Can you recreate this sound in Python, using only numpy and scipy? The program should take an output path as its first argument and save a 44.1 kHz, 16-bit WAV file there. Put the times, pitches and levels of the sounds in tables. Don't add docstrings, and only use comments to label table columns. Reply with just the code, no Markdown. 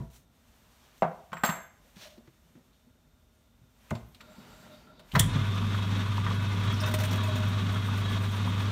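import sys
import numpy as np
from scipy import signal
from scipy.fft import rfft, irfft, next_fast_len
from scipy.io import wavfile
from scipy.ndimage import uniform_filter1d

SR = 44100
rng = np.random.default_rng(int(sys.argv[2]) if len(sys.argv) > 2 else 0)


def voltage_ratio(level):
    return 10 ** (np.asarray(level, float) / 20)


def store_pcm(level_fs):
    pcm = np.round(np.clip(level_fs, -1, 1) * 32767).astype(np.int16)
    wavfile.write(sys.argv[1], SR, np.atleast_2d(pcm).T)


N = 384111
T = np.arange(N) / SR

# start in seconds, level in dB, pitch in Hz, time to fall 60 dB in seconds.
THUDS = [(0.001, -35.5, 150, 0.17), (0.03, -44.5, 216, .1), (0.029, -48, 59.6, .4),
         (0.004, -27, 127, 0.059), (1.023, -26, 187, 0.076), (1.044, -35, 161.5, 0.17),
         (1.322, -37.5, 190, 0.055), (1.346, -47, 169, 0.17), (1.436, -22, 206, 0.039),
         (1.491, -25.5, 175, 0.067), (1.964, -47, 190, 0.1), (2.174, -52, 341, 0.081),
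         (2.178, -50, 230, 0.12), (2.276, -51.5, 329, 0.087), (2.279, -50, 125, 0.074),
         (2.448, -61, 165, 0.13), (2.552, -49.5, 305, 0.06), (2.555, -53, 140, .08),
         (2.569, -49, 240, 0.094), (2.868, -58, 242, 0.13), (3.057, -62.5, 156.6, 0.13),
         (3.614, -53, 117.4, 0.13), (3.914, -31, 207, 0.085), (4.156, -54, 240, 0.073),
         (4.02, -52, 58.6, 0.37), (4.383, -38, 217, 0.042), (5.135, -31, 143.6, 0.28),
         (5.164, -11.5, 142, 0.042), (5.2011, -12.5, 125.3, 0.049), (5.226, -26, 105, 0.12),
         (5.244, -27.5, 144.4, 0.19), (5.285, -30.5, 136, 0.13), (5.353, -19.5, 139, 0.16)]
# start in seconds, level in dB, centre in Hz, contact length in ms.
KNOCKS = [(1.021, -24, 900, 7.2), (1.029, -25, 750, 5.5), (1.047, -34, 700, 4.8), (1.319, -44, 1500, 5),
          (1.33, -26.5, 935, 7.5), (1.369, -34.5, 1190, 7.1), (1.4357, -15, 1020, 10.5),
          (1.47, -34, 1300, 30), (1.49, -31, 1000, 20), (2.177, -61, 643, 11), (3.908, -29, 955, 5.8),
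          (3.912, -25, 565, 3.6), (3.954, -39, 790, 6.1), (4.206, -42, 1480, 8.4), (4.386, -58, 610, 4.3),
          (4.995, -51.5, 860, 10), (5.137, -44, 540, 9.4), (5.151, -20, 1230, 6.1), (5.154, -20, 1210, 4),
          (5.163, -12.5, 930, 4), (5.169, -34, 620, 6.8), (5.206, -28, 565, 4.6), (6.263, -32, 1050, 19),
          (1.56, -46.5, 705, 35), (0.001, -48.5, 610, 29), (0.03, -59, 348, 34)]
# start in seconds, tick in dB, snap over tick in dB, contact length in ms.
CLICKS = [(0.979, -51, -2, 2.7), (1.022, -57, 0, 3.5), (1.32, -53, -19.5, 2.5), (1.331, -57, 10.5, 5.1),
          (1.368, -59.5, -8, 3.9), (1.436, -31, -3.5, 12), (1.444, -43, 0, 9.9), (1.45, -33, -10.5, 17),
          (1.492, -35.5, -6, 9.8), (1.968, -51, -10, 7.2), (2.177, -57, -19, 4.5), (3.906, -41, 2, 4.6),
          (3.951, -39, -18, 9.4), (4.146, -46.5, -7, 9.1), (4.208, -42, -26, 7.1), (4.994, -48.5, -6, 11),
          (5.118, -43, -5, 6.6), (5.139, -62, 14, 8), (5.154, -39, -4, 8), (5.156, -23, -9, 4.5),
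          (5.19, -33, 4, 5.1), (5.195, -22, 14, 6.2), (5.211, -44, 4, 1.7), (6.173, -34, -12, 4.9)]
# start
# in seconds, centre in Hz, width in Hz, level in dB, length in ms.
PINGS = [(5.116, 3000, 600, -38, 9), (5.156, 4100, 700, -34, 6), (5.193, 3350, 400, -22, 12),
         (5.195, 1900, 300, -30, 14), (5.194, 9400, 1500, -24, 5), (5.194, 6500, 900, -28, 5),
         (5.206, 8500, 2500, -31, 6), (5.213, 3400, 400, -36, 10), (6.802, 5200, 600, -34, 12),
         (6.938, 2080, 300, -39, 8), (7.05, 8800, 800, -44, 8), (7.355, 6800, 400, -46, 8),
         (4.209, 7500, 500, -58, 8), (3.953, 7400, 300, -57, 14), (3.899, 2300, 900, -54, 5),
         (1.845, 580, 120, -60, 25), (2.005, 625, 70, -55, 30), (2.05, 625, 70, -56, 60),
         (3.91, 620, 160, -37, 14), (3.965, 680, 160, -46, 14), (2.73, 3700, 1400, -71, 50),
         (2.274, 1500, 2200, -57, 10), (2.553, 1500, 2000, -62, 14), (2.575, 560, 140, -60, 14),
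         (2.205, 600, 160, -62, 14), (2.12, 630, 90, -60, 30), (6.715, 3350, 120, -40, 25),
         (7.052, 3200, 400, -36, 6), (7.11, 5600, 500, -43, 8), (7.236, 6800, 500, -43, 8),
         (6.74, 5300, 900, -45, 14), (6.941, 3400, 700, -36, 10), (4.3, 7500, 400, -72, 150),
         (4.5, 7500, 400, -70, 150), (0.983, 6200, 900, -60, 4),
         (1.33, 3000, 900, -45, 8), (5.158, 15400, 500, -50, 20), (5.139, 13500, 3500, -52, 10),
          (5.19, 12200, 3000, -38, 5), (5.205, 13000, 5000, -46, 30), (4.06, 13000, 4500, -74, 40),
          (4.085, 13000, 4500, -73, 30), (1.967, 2500, 3000, -56, 8), (5.16, 1500, 500, -30, 10),
          (3.907, 6900, 1200, -52, 6), (6.94, 8800, 900, -42, 8), (1.418, 13300, 1200, -61, 8),
          (1.46, 8000, 7000, -50, 55), (5.236, 3400, 400, -40, 8), (6.86, 5600, 900, -44, 8),
          (6.99, 5500, 1200, -43, 10), (7.275, 9000, 1500, -52, 12), (7.13, 6500, 1500, -47, 10)]
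# start in seconds, end-on blow in dB, side blow in dB.
KEY_BLOWS = [
    (0.982, -60, -79),
    (1.329, -50, -95),
    (1.369, -46.5, -87.5),
    (1.4355, -24, -61.5),
    (1.449, -22.5, -65),
    (1.451, -42, -50.5),
    (1.494, -34.5, -48),
]
# firmest pressure in seconds, attack in seconds, release in seconds, level in dB, brightness in dB.
BRUSHES = [
    (.162, 0.061, 0.091, -59.5, 0.5),
    (.85, 0.13, 0.22, -67, -27),
    (2.03, 0.071, 0.16, -47.5, -10),
]
# start in seconds, level in dB.
TRAY_BLOWS = [
    (1.0222, -22),
    (1.030, -33.5),
]
# start in seconds, level in dB.
PAN_BLOWS = [
    (1.329, -48.5),
    (1.367, -48.5),
    (1.4352, -31),
    (1.445, -39.5),
    (1.49, -42),
]
# start in seconds, level in dB.
BED_BLOWS = [
    (3.9115, -32),
    (3.9245, -26.5),
    (3.951, -38),
]
# start in seconds, peak in dB, centre in Hz.
GEAR_CATCHES = [(5.449, -33, 1370), (5.561, -22.5, 1140), (5.624, -22.5, 1040), (5.744, -17, 1190),
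                (6.06, -26, 945), (6.093, -31, 1190), (6.178, -19.5, 990), (6.265, -17, 1150),
                (6.309, -21, 1060), (6.6, -35, 1170), (6.728, -26, 1200), (6.938, -28, 821),
                (7.199, -29, 1070), (7.318, -23, 1180), (7.391, -30, 940), (7.523, -38, 1180),
                (7.705, -29, 1200), (7.758, -22, 1170), (7.884, -21.5, 1120), (7.934, -22, 990),
                (8.032, -37, 1180), (8.106, -19, 990), (8.291, -28, 1200), (8.353, -37, 1390),
                (8.471, -18, 961), (8.652, -35, 1400)]
# start in seconds, scrape in dB, squeak in dB, tailstock ring in dB.
RUBS = [(6.7204, -44, -59, -54), (6.8074, -44, -36.5, -54), (6.8144, -53, -52, -41), (6.826, -62, -60, -33),
        (6.8604, -39, -46, -55), (6.875, -43, -55, -52), (6.8838, -43, -60, -36), (6.9117, -39, -49, -53),
        (6.938, -31.5, -29, -28), (6.985, -39, -42, -52), (6.9986, -35.5, -52, -54),
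        (7.0344, -34.5, -50, -43), (7.012, -46, -52, -38), (7.0505, -43, -42, -51), (7.075, -55, -55, -55),
        (7.1115, -39, -43, -37), (7.1563, -41, -59, -44), (7.128, -39, -55, -53), (7.232, -49, -55, -35.5),
        (7.2814, -50, -61, -32), (7.3552, -45, -63, -35), (7.3994, -51, -60, -37), (7.428, -60, -63, -47),
        (7.4794, -48, -60, -44), (7.515, -62, -63, -44), (7.545, -64, -63, -47), (7.7194, -54, -64, -37),
        (7.745, -64, -64, -48), (7.9758, -50, -60, -43)]
# time in seconds, rustle in dB.
CLOTH = [(0, -66), (.05, -70.5), (.25, -76.5), (.46, -70), (.85, -66), (1.26, -69.5), (1.7, -74),
         (1.91, -68), (2.3, -72), (2.6, -71.5), (3.0, -74.5), (3.72, -74), (3.9, -63.5), (4.1, -70.5),
         (4.5, -63), (4.8, -66.5), (5.0, -77.5), (5.2, -49)]
# time in seconds, level in dB.
WINDING = [
    (4.2, -65),
    (4.23, -62),
    (4.384, -58.5),
    (4.418, -56.5),
    (4.726, -58),
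    (4.99, -62),
    (5.1, -70),
]

# pitch in Hz, level in dB, time to fall 60 dB in seconds.
BENCH_MODES = [(662, 13.5, 0.18), (709.5, -7, 0.11), (746, -9, 0.18), (935, -10, 0.33), (1020, -20, .28),
               (1230, -1, 0.34), (1410, -0.5, 0.46), (1660, -9, .3), (1650, -6.5, 0.35), (1940, -9, .4),
               (2064, -14, 0.34)]
TRAY_MODES = [(618, -1.5, 0.12), (720, -1, 0.24), (790, 5, 0.094), (938, -0.5, 0.16), (1050, -13.5, 0.21),
              (1211, -18, 0.21), (1389, -13, .25), (1610, -24, .28), (1927, -32.5, .25)]
PAN_MODES = [(700, -6, 0.38), (828, -16.5, 0.15), (1028, -20, 0.4), (1243, -1.5, 0.2), (1292, 4, 0.29),
             (1551, -4, 0.53), (1650, -7.5, 0.59), (1790, -19.5, 0.52), (1925, -24, 0.52), (2100, -7, 0.53),
             (2622, -18, 0.53), (2870, -19, 0.47), (3210, -10.5, 0.24), (3424, -22, 0.68)]
BED_MODES = [(113, 0, .2), (145, -7, .15), (231, -8, .13), (190, -10, .09), (340, -11, .07),
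             (614, -15, .12), (958, -19, .12)]
KEY_SIDE_MODES = [(6433, 6, .45), (6713, -17, .4), (12590, -8, .45), (12760, 6, .42)]
KEY_END_MODES = [(7542, -11, .45), (7607, -2, .34), (7680, -10, .25), (14260, -17, .2), (14480, -12, .25),
                 (14540, -12, .32), (14680, -14, .15), (15210, -14, .1)]
# centre in Hz, width in Hz, level in dB.
ROOM_TONE = [(240, 40, 0), (620, 50, -9), (1400, 120, -14), (3620, 240, -14)]
SLIDE = [(190, 100, -3), (614, 39, -0.5), (900, 96, -10.5), (1373, 100, -3.5), (3720, 370, -12),
         (4600, 800, -16.5)]
RUMBLE = [(44.6, 24, -10), (68, 17, -11.5), (115.6, 27, 0), (150, 72, -6.5), (178, 10, 1.5),
          (220.4, 6.4, 2.5), (240, 42, -3.5), (288.5, 14, -10.5)]
CASING = [(657, 46, -2.5), (820, 40, -14.5), (975, 62, 4), (1100, 89, 1), (1190, 42, 4.5), (1470, 140, 1),
          (1712, 16, 4.5), (2101, 37, -2.5), (2583, 110, -2), (3308, 55, 4), (3590, 52, 1), (3673, 23, 4.5),
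          (3850, 42, -1)]
# frequency in Hz, level in dB per Hz.
HANDLING_COLOUR = [(35, -34.5), (60, -7), (121, -3.5), (250, -6), (287, -12), (749, -15), (924, -15.5),
                   (1170, -17), (2650, -22.5), (2900, -21), (10300, -36.5), (13600, -34), (16000, -41.5)]
WHIRR_COLOUR = [(280, -8.5), (390, -5.5), (560, -8.5), (760, -11), (1170, -3), (1750, -8), (2930, -8),
                (3600, -6), (4800, -14.5), (6000, -15), (8000, -17), (11000, -19.5), (16000, -23.5)]
# multiple of the hum pitch, level in dB.
HUM_OVERTONES = [(1, -1.5), (2, -17), (4, -27.5)]
# frequency in Hz, gain in dB.
MIC = [(20, -34), (45, 2.5), (4500, -3), (5000, -4.5), (5500, -0.5), (9700, 0), (10400, -6), (11100, 0),
       (15300, 0.5), (15800, -5), (16100, -35.5)]

ROOM_T60_S, ROOM_DULLING, ROOM_DB = 0.5, 0.23, -20
DEEP_DB = -68
STILL_LOW_DB, STILL_MIDDLE_DB, CLOTH_MIDDLE_DB, CLOTH_MIDDLE_SLOPE = -71, -101, -74, 1.44
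WINDING_LOW_DB, WINDING_MIDDLE_DB = -3, -10
BRUSH_FADE_DB = 22
BENCH_RING_DB, SHUDDER_DB, SHUDDER_T60_S = -60, -14, 0.096
KEY_RISE_S, KEY_FLUTTER_DB = .0015, 2.5
SMEAR_SHARE, SOLID_SHARE = .08, .005
LURCH_S, LURCH_HZ, LURCH_DB, LURCH_T60_S, LURCH_RISE_S = 5.19, 44.1, -32, 1.0, .03
CHIRP_S, CHIRP_HZ, CHIRP_FALL_HZ, CHIRP_LENGTH_S, CHIRP_DB = 3.35, 9640, 2400, .08, -84
SWITCH_S, FULL_SPEED_S, HUM_HZ = 5.14, 5.36, 99.87
HUM_DB, RUMBLE_DB, WHIRR_DB, HISS_DB = -29, -37.5, -36.5, -53
SLOW_HUM_DB, SLOW_WHIRR_DB, SLOW_HISS_DB, HUM_RISE_S = 1, -11.5, -26, 0.047
JOLT_S, JOLT_WIDTH_S, JOLT_DB, JOLT_SETTLE_S = 5.25, .06, 5, .08
CUTOUT_S, CUTOUT_WIDTH_S, CUTOUT_DB = 5.3, 0.033, -11
LOAD_S, LOAD_WIDTH_S, LOAD_DB = 7.04, 0.17, 1.4
CATCH_DB, CATCH_MS = -8, 7
RUB_MS = 11.1
SPINDLE_HZ, SEATED_S, CONTACT_SHARE, SEATED_DB = 8.12, 7.222, .5, -57


def unit(x):
    return x / np.sqrt(np.mean(x ** 2))


def band(x, lo_hz, hi_hz):
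    sos = signal.butter(2, [lo_hz, min(hi_hz, .45 * SR)], "band", fs=SR, output="sos")
    return signal.sosfilt(sos, x)


def shaped(gain):
    size = next_fast_len(N)
    hz = np.arange(1, size // 2 + 2) * SR / size
    re, im = rng.standard_normal((2, len(hz)))
    return unit(irfft((re + 1j * im) * gain(hz), size)[:N])


def colour(points):
    hz, db = np.transpose(points)
    return lambda f: voltage_ratio(np.interp(np.log(f), np.log(hz), db))


def peaks(rows):
    def gain(f):
        return np.sqrt(sum(voltage_ratio(2 * db) / (1 + (2 * (f - hz) / w) ** 2) ** 2 for hz, w, db in rows))
    return gain


def walk(rate):
    k = int(SR / rate)
    steps = np.repeat(rng.standard_normal(N // k + 1), k)
    return unit(uniform_filter1d(uniform_filter1d(steps, k), k)[:N])


def curve(table):
    return np.interp(T, *np.transpose(table), left=-120, right=-120)


def decay(t, t60):
    return np.exp(-np.log(1000) * t / t60)


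def swell_and_fall(t_ms, rise_ms, length_ms):
    return (1 - np.exp(-t_ms / rise_ms)) * np.exp(-t_ms / max(length_ms, .5))


def bursts(s, db, ms, rise_ms):
    out = np.zeros(N)
    for start_s, level_db, length_ms in zip(s, db, ms):
        i = int(start_s * SR)
        t_ms = T[:min(N - i, SR // 4)] * 1000
        out[i:i + len(t_ms)] += voltage_ratio(level_db) * swell_and_fall(t_ms, rise_ms, length_ms)
    return out


def rattle(noise, s, lo_hz, hi_hz, db, ms, rise_ms):
    out, i = np.zeros(N), int(s * SR)
    t_ms = T[:min(N - i, SR // 5)] * 1000
    grain = unit(band(noise[i:i + len(t_ms)], lo_hz, hi_hz))
    out[i:i + len(t_ms)] = voltage_ratio(db) * swell_and_fall(t_ms, rise_ms, ms) * grain
    return out


def impulses(s, db):
    return np.bincount((s * SR).astype(int), voltage_ratio(db), N)


def tone(s, hz, db, t60, rise_s):
    out, i = np.zeros(N), int(s * SR)
    t = T[:min(N - i, SR // 2)]
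    wave = np.sin(2 * np.pi * hz * t) * (1 - np.exp(-t / rise_s))
    out[i:i + len(t)] = voltage_ratio(db) * wave * decay(t, max(t60, .02))
    return out


def ring(x, modes, rise_s):
    t = T[:SR // 2]
    body = sum(voltage_ratio(db) * np.sin(2 * np.pi * hz * t) * decay(t, max(t60, .01)) for hz, db, t60 in modes)
    return signal.oaconvolve(x, body * (1 - np.exp(-t / rise_s)))[:N]


def restless(rows):
    out, depth_db = 0, 3
    for k in range(3):
        part = rows[k::3]
        strength = np.sqrt(sum(voltage_ratio(2 * db) * w for hz, w, db in part))
        out = out + strength * voltage_ratio(depth_db * walk(22)) * shaped(peaks(part))
    return unit(out)


def room_tone():
    quiet = voltage_ratio(-73) * (T < 5.2) * shaped(peaks(ROOM_TONE))
    deep = unit(band(rng.standard_normal(N), 27, 85))
    return quiet + voltage_ratio(DEEP_DB + 1.2 * walk(4)) * deep


def handling():
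    cloth_db, winding = curve(CLOTH), voltage_ratio(curve(WINDING))
    low = voltage_ratio(STILL_LOW_DB) + voltage_ratio(WINDING_LOW_DB) * winding
    middle = voltage_ratio(STILL_MIDDLE_DB) + voltage_ratio(CLOTH_MIDDLE_DB + CLOTH_MIDDLE_SLOPE * (cloth_db + 73))
    middle += voltage_ratio(WINDING_MIDDLE_DB) * winding
    base = colour(HANDLING_COLOUR)
    below = lambda f, hz: 1 / np.sqrt(1 + (f / hz) ** 3)
    above = lambda f, hz: below(hz, f)
    out = low * shaped(lambda f: base(f) * above(f, 95) ** 2 * below(f, 800)) * voltage_ratio(1.2 * walk(20))
    out += middle * shaped(lambda f: base(f) * above(f, 800) * below(f, 5000)) * voltage_ratio(.8 * walk(40))
    return out + voltage_ratio(cloth_db) * shaped(lambda f: base(f) * above(f, 5000)) * voltage_ratio(.8 * walk(30))


def knocks():
    noise = rng.standard_normal(N)
    knock = sum(rattle(noise, s, hz / 1.5, hz * 1.6, db, ms, 0.14) for s, db, hz, ms in KNOCKS)
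    t = T[:SR // 2]
    fade = decay(t, SHUDDER_T60_S)
    loose = band(noise[:len(t)], 387, 1600) * fade
    loose += 1.02 * band(noise[:len(t)], 1300, 5000) * fade ** 2.1
    shudder = signal.oaconvolve(knock, loose / np.sqrt(np.sum(loose ** 2)))[:N]
    bench = ring(knock, BENCH_MODES, 1 / SR)
    return 0.97 * knock + voltage_ratio(BENCH_RING_DB) * bench + voltage_ratio(SHUDDER_DB) * shudder


def thuds():
    noise = rng.standard_normal(N)
    out = 0
    for s, db, hz, t60 in THUDS:
        out = out + tone(s, hz, db + 4.5, t60, 0.0027)
        out = out + rattle(noise, s, .9 * hz, 1.9 * hz, db - 4.0, 110 * t60, 7.1)
    return out


def brush():
    body = shaped(colour([(300, -4.0), (1500, -1.5), (4000, 2.0), (6500, -6.5), (9000, -31)]))
    top = shaped(colour([(3500, -22.0), (6000, 0), (10000, -2.5), (16000, -5)]))
    out = 0
    for s, attack_s, release_s, db, bright_db in BRUSHES:
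        press_db = curve([(s - attack_s, db - BRUSH_FADE_DB / 2), (s, db), (s + release_s, db - BRUSH_FADE_DB)])
        out = out + voltage_ratio(press_db) * (body + voltage_ratio(bright_db) * top)
    return out * voltage_ratio(0.78 * walk(150))


def clicks():
    s, tick_db, snap_db, ms = np.transpose(CLICKS)
    tick_noise = shaped(colour([(1200, -16.5), (2200, -1.5), (4500, 1.0), (7000, -25)]))
    snap_noise = shaped(colour([(4000, -15.0), (6000, -2.5), (9500, -2.0), (13500, -9.5), (16000, -6.0)]))
    tick = bursts(s, tick_db, ms, 0.84) * tick_noise
    snap = bursts(s, tick_db + snap_db, ms, 0.23) * snap_noise
    return 0.8 * tick + 0.51 * snap


def key():
    s, end_db, side_db = np.transpose(KEY_BLOWS)

    def sung(blows, modes):
        return sum(voltage_ratio(KEY_FLUTTER_DB * walk(70)) * ring(blows, [mode], KEY_RISE_S) for mode in modes)
    return 0.54 * sung(impulses(s, end_db), KEY_END_MODES) + 1.1 * sung(impulses(s, side_db), KEY_SIDE_MODES)


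def pings():
    noise = rng.standard_normal(N)
    parts = PINGS
    return 1.1 * sum(rattle(noise, s, hz - w / 2, hz + w / 2, db, ms, 0.17) for s, hz, w, db, ms in parts)


def struck():
    out = tone(LURCH_S, LURCH_HZ, LURCH_DB, LURCH_T60_S, LURCH_RISE_S)
    t = T[:SR // 2]
    for blows, modes, share in ((TRAY_BLOWS, TRAY_MODES, SMEAR_SHARE), (PAN_BLOWS, PAN_MODES, SMEAR_SHARE),
                                (BED_BLOWS, BED_MODES, SOLID_SHARE)):
        hz, db, t60 = np.transpose(modes)[:, :, None]
        steps = rng.standard_normal((len(hz), len(t)))
        wander = np.cumsum(steps, axis=1) * np.sqrt(2 * np.pi * share * hz / SR)
        body = np.sum(voltage_ratio(db) * np.sin(2 * np.pi * hz * t + wander) * decay(t, t60), axis=0)
        body = band(body, hz.min() / 1.5, hz.max() * 1.3)
        out = out + signal.oaconvolve(impulses(*np.transpose(blows)), body)[:N]
    return out


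def chirp():
    u = np.clip((T - CHIRP_S) / CHIRP_LENGTH_S, -.5, 1)
    hz = CHIRP_HZ - CHIRP_FALL_HZ * u ** 2
    return voltage_ratio(CHIRP_DB) * np.sin(2 * np.pi * np.cumsum(hz) / SR) * (u + .5) * (1 - u) * 2


def slide():
    return voltage_ratio(curve(WINDING)) * restless(SLIDE)


def running():
    bump = lambda s, width_s: np.exp(-((T - s) / width_s) ** 2)
    on = T > SWITCH_S
    load_db = LOAD_DB * bump(LOAD_S, LOAD_WIDTH_S)
    slip = np.clip((FULL_SPEED_S - T) / (FULL_SPEED_S - SWITCH_S), 0, 1)
    hum_db = SLOW_HUM_DB * np.clip(1 - (T - SWITCH_S) / HUM_RISE_S, 0, 1)
    hum_db += CUTOUT_DB * bump(CUTOUT_S, CUTOUT_WIDTH_S)
    late = T - JOLT_S
    jolt_rise_db = JOLT_DB + 17 * late / JOLT_WIDTH_S
    jolt_settle_db = JOLT_DB * np.exp(-np.abs(late) / JOLT_SETTLE_S)
    jolt_db = np.where(late < 0, jolt_rise_db, jolt_settle_db)
    levels_db = (HUM_DB + hum_db, RUMBLE_DB + jolt_db + load_db,
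                 WHIRR_DB + SLOW_WHIRR_DB * slip + load_db, HISS_DB + SLOW_HISS_DB * slip)
    return [on * voltage_ratio(db) for db in levels_db]


def motor():
    hum, rumble, whirr, hiss = running()
    phase = 2 * np.pi * HUM_HZ * T + 0.11 * walk(2.6)
    out = hum * 2 ** .5 * sum(voltage_ratio(db) * np.sin(k * phase + 0.74 * (k - 1)) for k, db in HUM_OVERTONES)
    out += rumble * voltage_ratio(1.3 * walk(18)) * shaped(peaks(RUMBLE))
    teeth = voltage_ratio(1.2 * walk(90) + .6 * walk(16))
    air = shaped(colour(WHIRR_COLOUR))
    out += whirr * teeth * (0.75 * unit(band(air, 245, 4970)) + 0.53 * restless(CASING))
    return out + hiss * voltage_ratio(1.35 * walk(60)) * unit(band(air, 2540, 14300))


def gear_catches():
    noise = rng.standard_normal(N)
    return sum(rattle(noise, s, hz / 1.1, hz * 1.18, db + CATCH_DB, CATCH_MS, .8) for s, db, hz in GEAR_CATCHES)


def drill_rubs():
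    s, scrape_db, squeak_db, _ = np.transpose(RUBS)
    ms = np.full(len(s), RUB_MS)
    scrape = shaped(colour([(1500, 18.5), (3500, 13.5), (5500, 8.5), (9000, 1.5), (12000, 2.0), (14500, 4),
                            (16000, -3)]))
    squeak = shaped(peaks([(14450, 700, 0), (9000, 1500, 0)]))
    touches = 2.14 * bursts(s, scrape_db, ms, 2.3) * scrape + 0.35 * bursts(s, squeak_db, ms, 0.78) * squeak
    turn = (T - SEATED_S) * SPINDLE_HZ % 1 / CONTACT_SHARE
    contact = voltage_ratio(SEATED_DB + 1.5 * walk(8)) * (T > SEATED_S) * np.sin(np.pi * np.clip(turn, 0, 1)) ** .5
    seated = contact * (.6 * squeak + 1.9 * scrape)
    grit = voltage_ratio(1.6 * walk(300))
    return grit * (touches + seated)


def tailstock():
    s, _, _, ring_db = np.transpose(RUBS)
    note = np.sin(2 * np.pi * 619 * T + .8 * walk(30))
    sing = bursts(s, ring_db + 3, np.full(len(s), 24), 6) * note
    return 0.83 * voltage_ratio(1.3 * walk(60)) * sing


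def room(x):
    t = T[:SR // 2]
    tail = 0
    for k in range(-3, 4):
        octave = band(rng.standard_normal(len(t)), 700 * 2. ** k, 1400 * 2. ** k)
        tail = tail + octave * decay(t, ROOM_T60_S / 2 ** (ROOM_DULLING * max(k, 0)))
    tail = tail * np.clip(t / 0.003, 0, 1)
    return signal.oaconvolve(x, 2 * tail / np.sqrt(np.sum(tail ** 2)))[:N]


def scene():
    blows = knocks() + thuds() + clicks() + key() + pings() + struck()
    hands = room_tone() + handling() + brush() + chirp() + slide()
    machine = motor() + gear_catches() + drill_rubs() + tailstock()
    return (blows + voltage_ratio(ROOM_DB) * room(blows) + hands + machine)[None]


def low_pass(x):
    return signal.sosfilt(signal.butter(12, 15850, fs=SR, output="sos"), x)


def record(dry):
    size = next_fast_len(N + SR)
    hz = np.arange(1, size // 2 + 2) * SR / size
    heard = irfft(rfft(dry, size) * colour(MIC)(hz), size)[:, :N]
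    return low_pass(heard)


dry = scene()
out = record(dry)
store_pcm(out)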